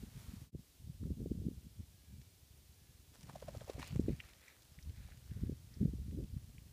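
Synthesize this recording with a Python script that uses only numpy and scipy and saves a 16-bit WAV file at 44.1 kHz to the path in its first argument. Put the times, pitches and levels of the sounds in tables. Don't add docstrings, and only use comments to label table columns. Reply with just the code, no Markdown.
import sys
import numpy as np
from scipy import signal
from scipy.fft import rfft, irfft
from scipy.io import wavfile
from scipy.ndimage import uniform_filter1d

SR = 44100
rng = np.random.default_rng(int(sys.argv[2]) if len(sys.argv) > 2 else 0)


def dump_mix(stems):
    frames = np.atleast_2d(stems).T
    limited = np.clip(frames, -1, 1)
    pcm = np.round(limited * 32767).astype(np.int16)
    wavfile.write(sys.argv[1], SR, pcm)


N = 296352

# (frequency [Hz], level [dB])
HISS_TONE = [(100, -6), (300, 9.5), (600, 1.5), (1300, -4.5), (2000, -2.5), (3000, 1), (4200, 2), (7000, 0),
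             (10000, -.5), (15000, -1.86)]
# (start [s], length [s], pitch [Hz], slide [share of pitch], level [dB])
WHISTLES = [(1.85, 0.38, 1650, .025, -79.5), (1.9, 0.56, 2324, -0.024, -78), (2.245, .5, 2420, 0.0044, -85),
            (2.728, 0.26, 1710, 0.0098, -80)]

# (start [s], hold [s], level [dB], centre frequency [Hz])
JACKET_RUBS = [(3.815, .02, -55, 2107), (3.865, 0.0354, -57.5, 2734), (4.09, .02, -62, 2200),
               (4.25, 0.051, -64, 2095), (4.43, 0.097, -64, 2000), (4.97, .15, -65.5, 2050),
               (5.3, 0.17, -70.5, 1694), (5.72, .12, -72, 1900)]
# (distance from centre [Hz], level [dB])
RUB_SPREAD = [(300, 0), (600, -4.5), (1100, -11.5), (2000, -3.5), (5000, -67)]

# (time [s], level [dB])
GRASS_LEVELS = [(0, -64), (.04, -63), (.1, -67.5), (.2, -59), (.27, -61.5), (.36, -62.5), (.45, -66.5),
                (.52, -82)]
# (frequency [Hz], level [dB])
GRASS_TONE = [(300, 0.5), (800, 2.5), (1800, 1.9), (4000, -1), (8000, -3), (15000, -5.5)]
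# (time [s], level [dB])
HEATHER_LEVELS = [(0, -99), (3.1, -75.5), (3.22, -65.5), (3.55, -63.5), (3.9, -61), (4.0, -64.5),
                  (4.2, -65), (4.5, -70), (5.3, -71.5), (5.8, -74)]
# (start [s], hold [s], level [dB])
HEATHER_BRUSHES = [(3.139, 0.014, -61), (3.7, 0.042, -61.5), (3.795, 0.046, -54.5), (3.863, 0.023, -55.5)]
# (frequency [Hz], level [dB])
HEATHER_TONE = [(250, 0), (550, 5.5), (1000, 1), (2000, 1), (4000, -2.5), (7000, -3.5), (10000, -8),
                (15000, -16)]
# (frequency [Hz], level [dB])
CRACKLE_TONE = [(1000, -14), (3000, -8), (5500, 4.5), (9000, -7), (15000, -6)]
# (time [s], level [dB], centre frequency [Hz], band width [Hz], decay [s])
TWIG_SNAPS = [(1.036, -67, 1286, 909, 0.0036), (2.215, -64.5, 3480, 6000, 0.0044),
              (3.209, -57, 4480, 8000, .0018), (3.23, -59.5, 3750, 7100, 0.0052),
              (3.296, -57, 1450, 600, .004), (3.538, -64, 7000, 8100, .002), (3.608, -56, 2160, 2500, .002),
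              (3.7, -49.5, 2960, 5440, 0.0011), (3.82, -49, 2320, 1200, .0018),
              (3.827, -41, 2130, 2950, 0.0016), (3.8287, -41, 1160, 1130, 0.0015),
              (3.832, -54, 3340, 3940, 0.00057), (3.8755, -47, 6500, 13000, 0.0007),
              (4.009, -63, 6000, 4000, 0.0036), (4.197, -59, 2300, 1500, 0.0097),
              (4.2018, -35.5, 2340, 1450, 0.001), (4.237, -60, 1700, 1470, 0.0063),
              (4.3335, -57.5, 2730, 3500, 0.0021), (4.48, -49, 2050, 508, 0.0023),
              (4.482, -60.5, 5970, 3990, .0033), (4.621, -64, 4500, 5000, 0.0036),
              (4.788, -54, 2374, 1300, 0.0017), (4.826, -60.5, 4610, 2800, .0033),
              (4.895, -60.5, 2820, 3020, .002), (5.085, -60, 610, 450, .004),
              (5.12, -61, 1830, 1000, 0.0026), (5.31, -64, 1960, 1500, .003),
              (5.74, -60.5, 4870, 1500, 0.0029), (6.239, -64.5, 3200, 1800, .003),
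              (6.581, -56, 2600, 1300, 0.0017)]

# (time [s], peak level [dB], pitch [Hz], half length [s], feather swish level [dB])
WINGBEATS = [(3.2968, -37.5, 950, 0.00047, -49.5), (3.359, -35.5, 676, 0.0025, -54),
             (3.4263, -37.5, 537.3, 0.0023, -52), (3.4878, -35, 607, 0.0033, -49.5),
             (3.551, -38.5, 560, 0.0017, -52), (3.617, -41.5, 560, 0.0023, -54),
             (3.681, -42, 565, 0.0021, -60), (3.6990, -27, 486, 0.0012, -47),
             (3.749, -52, 600, 0.0033, -73), (3.7650, -46, 600, 0.0019, -77),
             (3.782, -33.5, 342, 0.00073, -74), (3.797, -32.5, 200, 0.0013, -48.5)]
# (frequency [Hz], level [dB])
FEATHER_TONE = [(300, -6), (750, 13.5), (1400, 0), (3000, -4.5), (7000, -8), (15000, -20)]

# (time [s], rumble level [dB])
BREEZE_LEVELS = [(0, -57), (.73, -67.5), (1.0, -50), (2.3, -63), (3.1, -61.5), (3.9, -53), (4.25, -58.5),
                 (4.55, -71), (4.8, -56.5), (5.6, -53.5), (6.7, -53.5)]
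# (start [s], hold [s], rumble level [dB], thumping level [dB])
GUSTS = [(0, 0.069, -53.5, -53.5), (0.128, 0.34, -54.5, -57.5), (0.532, 0.038, -45.5, -47.5),
         (.835, 0.048, -47, -55), (1.032, 0.085, -36, -45), (1.184, .32, -44.5, -44),
         (1.53, 0.14, -56.5, -58), (1.788, .021, -44, -56), (2.1, 0.11, -50.5, -57.5),
         (2.54, 0.18, -61, -75), (3.229, .13, -59, -54), (3.443, 0.17, -50.5, -54),
         (3.79, 0.0086, -44, -46.5), (3.934, 0.2, -38.5, -43), (4.873, 0.026, -39, -53.5),
         (4.978, 0.13, -50, -64), (5.308, 0.067, -43, -55.5), (5.399, 0.12, -39.5, -45.5),
         (5.811, 0.052, -35, -36), (5.897, .21, -40, -51), (6.146, 0.082, -40, -39),
         (6.319, 0.068, -41.5, -53.5)]
# (time [s], level [dB], pitch [Hz], half length [cycles])
SWIRLS = [(.340, -36.5, 203, .55), (0.55, -26, 255, 0.23), (0.901, -32, 141, 0.52), (1.032, -28, 175, 0.21),
          (1.106, -26, 220, 0.23), (1.205, -31, 256.8, 0.23), (1.261, -27, 338, 0.33),
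          (1.318, -20, 245, 0.32), (1.403, -28.5, 79, 0.26), (1.454, -34.5, 268, 0.56),
          (1.486, -24.5, 260, .36), (1.669, -41.5, 166, 0.4), (1.808, -37.5, 153, 0.23),
          (3.932, -30, 152, 0.37), (3.959, -23, 190, 0.4), (3.997, -13.5, 229, 0.25),
          (4.044, -33, 149, .38), (4.085, -17.5, 293, .29), (4.095, -26, 330, 0.28),
          (4.106, -25.5, 212, 0.31), (4.136, -27.5, 129.8, 0.34), (4.787, -42, 149, 0.46),
          (5.423, -28.5, 124, 0.47), (5.437, -23, 180, 0.25), (5.497, -23.5, 246, 0.25),
          (5.821, -26.5, 216.7, 0.76), (5.832, -20.5, 232, 0.61), (5.857, -17, 169, 0.44),
          (5.937, -26.5, 200, 0.25), (6.083, -33.5, 176, 0.25), (6.176, -27, 250, 0.7),
          (6.189, -30, 320, 0.48), (6.225, -36, 199, 0.53), (6.368, -35, 151, 0.55)]
# (frequency [Hz], level [dB])
RUMBLE_TONE = [(15, -65), (28, -15.5), (45, -5), (65, 2.5), (100, -4), (135, -10), (200, -34),
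               (400, -67)]
THUMP_TONE = [(70, -52), (125, 5.5), (180, 1.5), (250, -4.5), (350, -19), (500, -27.5), (800, -48),
              (1500, -77)]
FLUTTER_TONE = [(150, -10), (280, 5), (430, 5), (600, -11.5), (850, -30), (1500, -70), (3000, -87.5)]

# (time [s], gain [factor])
VOLUME = [(.43, 0.68), (.48, 0.35), (.509, 0.011), (.518, 0.0062), (.53, 0.16), (.6, 0.59)]


def undb(db):
    return 10 ** (np.asarray(db) / 20)


def curve(rows):
    times, values = np.transpose(rows)
    return np.interp(np.arange(N) / SR, times, values)


def unit(x):
    return x / np.sqrt(np.mean(x ** 2) + 1e-30)


def colour(x, tone):
    hz, db = np.transpose(tone)
    freqs = np.maximum(np.fft.rfftfreq(N, 1 / SR), 1)
    gain = undb(np.interp(np.log(freqs), np.log(hz), db))
    return unit(irfft(rfft(x) * gain, N))


def band(x, hz, width_hz, order=2):
    low = np.sqrt(hz ** 2 + (width_hz / 2) ** 2) - width_hz / 2
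    edges = [low, min(low + width_hz, SR / 2 - 1000)]
    return unit(signal.sosfilt(signal.butter(order, edges, "band", fs=SR, output="sos"), x))


def noise():
    return rng.standard_normal(N)


def even(x, span_s):
    size = max(int(span_s * SR), 2)
    power = uniform_filter1d(uniform_filter1d(x ** 2, size), size)
    return x / np.sqrt(power + 1e-9)


def clicks(per_s, spread_db):
    hits = (rng.random(N) < per_s / SR) * noise()
    return hits * undb(spread_db * np.minimum(rng.exponential(size=N), 5))


def swell(start_s, hold_s, rise_s, fall_s):
    t = np.arange(N) / SR - start_s
    return np.exp(np.minimum(t, 0) / rise_s - np.maximum(t - hold_s, 0) / fall_s)


def together(gains):
    return np.sqrt(sum(g ** 2 for g in gains) + 1e-18)


def add(out, start_s, sound):
    i = max(int(start_s * SR), 0)
    out[i:i + len(sound)] += sound[:N - i]


def hiss():
    return colour(noise(), HISS_TONE) * undb(-64)


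def whistles():
    out = np.zeros(N)
    for start_s, length_s, hz, slide, db in WHISTLES:
        progress = np.linspace(0, 1, int(length_s * SR))
        waver = 0.0033 * unit(uniform_filter1d(rng.standard_normal(len(progress)), size=900))
        pitch = hz * (1 + slide * (progress - .5) + waver)
        tone = np.sin(2 * np.pi * np.cumsum(pitch) / SR)
        add(out, start_s, undb(db) * np.sin(np.pi * progress) * tone)
    return out


def jacket():
    rubs = [undb(db) * swell(s, hold_s, rise_s=.032, fall_s=.042) for s, hold_s, db, _ in JACKET_RUBS]
    centre_hz = curve([(s + hold_s / 2, hz) for s, hold_s, _, hz in JACKET_RUBS])
    slips = colour(clicks(5000, 0.45), RUB_SPREAD)
    swish = unit(slips * np.cos(2 * np.pi * np.cumsum(centre_hz) / SR))
    return swish * together(rubs)


def grass():
    return colour(clicks(20000, 2.4), GRASS_TONE) * undb(curve(GRASS_LEVELS))


def heather():
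    scrapes = signal.fftconvolve(np.abs(clicks(90, 1.9)), np.hanning(70))[:N] * noise()
    contacts = unit(clicks(5000, 2.6)) + .55 * unit(scrapes)
    stirring = undb(curve(HEATHER_LEVELS))
    brushes = [undb(db) * swell(s, hold_s, rise_s=.005, fall_s=.015)
               for s, hold_s, db in HEATHER_BRUSHES]
    rustle = colour(contacts, HEATHER_TONE) * together([stirring, *brushes])
    crackle = even(colour(clicks(110, 0.86), CRACKLE_TONE), span_s=0.13)
    return rustle + crackle * stirring * undb(-6)


def twigs():
    out = np.zeros(N)
    t = np.arange(SR // 10) / SR
    for time_s, db, hz, width_hz, decay_s in TWIG_SNAPS:
        ring = band(signal.unit_impulse(len(t)), hz, 1.7 * width_hz, order=4)
        snap = ring / np.abs(ring).max()
        tear = even(band(rng.standard_normal(len(t)), hz, width_hz, order=4), span_s=0.0044)
        rise = 1 - np.exp(-t / 0.00027)
        shiver = undb(-13) * np.exp(-t / 0.0056)
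        shape = rise * (np.exp(-t / decay_s) + shiver)
        add(out, time_s, undb(db) * (0.97 * snap + 1.89 * tear * shape))
    return out


def whup(t, hz, half_s, slide):
    u = t / half_s
    return np.exp(-u ** 2 / 2) * np.cos(2 * np.pi * hz * t * (1 + slide * u / 2))


def grouse_wings():
    whups, swish_gain = np.zeros(N), np.zeros(N)
    t = np.arange(-SR // 20, SR // 20) / SR
    for time_s, db, hz, half_s, feather_db in WINGBEATS:
        add(whups, time_s + t[0], undb(db) * whup(t, hz, half_s, slide=-0.099))
        add(swish_gain, time_s + t[0], undb(feather_db) * np.exp(-np.abs(t) / 0.0092))
    feathers = colour(clicks(6000, 1.6), FEATHER_TONE)
    delay = np.arange(SR // 10) / SR
    ground = rng.standard_normal(len(delay)) * np.exp(-delay / 0.015) * (delay > .004)
    bounce = signal.fftconvolve(whups, ground / np.linalg.norm(ground))[:N]
    return whups + undb(-15.5) * bounce + swish_gain * feathers


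def swirls():
    out = np.zeros(N)
    t = np.arange(-SR // 20, SR // 20) / SR
    for time_s, db, hz, cycles in SWIRLS:
        swing = np.cos(2 * np.pi * hz * t + rng.uniform(0, 2 * np.pi))
        add(out, time_s + t[0], undb(db) * swing / np.cosh(t * hz / cycles))
    return out


def wind():
    rumble_gain = undb(curve(BREEZE_LEVELS))
    thump_gain = rumble_gain * undb(-10.5)
    for start_s, hold_s, rumble_db, thump_db in GUSTS:
        gust = swell(start_s, hold_s, rise_s=.017, fall_s=.024)
        rumble_gain = together([rumble_gain, gust * undb(rumble_db)])
        thump_gain = together([thump_gain, gust * undb(thump_db)])
    flutter_gain = undb(-2.5) * thump_gain ** 1.271
    rumble = even(colour(noise(), RUMBLE_TONE), span_s=0.053)
    thumps = even(colour(clicks(500, 1.55), THUMP_TONE), span_s=0.038)
    flutter = even(colour(clicks(350, 5.9), FLUTTER_TONE), span_s=0.096)
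    flow = rumble * rumble_gain + thumps * thump_gain + flutter * flutter_gain
    puffs_db = 4 * band(noise(), hz=14.3, width_hz=22.5)
    return flow * undb(puffs_db)


def scene():
    mix = wind() + swirls() + grouse_wings() + twigs() + heather() + grass() + jacket()
    return (mix + hiss() + whistles())[None]


def record(dry):
    bass_cut = signal.butter(2, 32, "high", fs=SR, output="sos")
    treble_cut = signal.ellip(12, .1, 70, 15400, fs=SR, output="sos")
    faded = signal.sosfiltfilt(bass_cut, dry) * curve(VOLUME)
    return signal.sosfilt(treble_cut, faded)


dry = scene()
out = record(dry)
dump_mix(out)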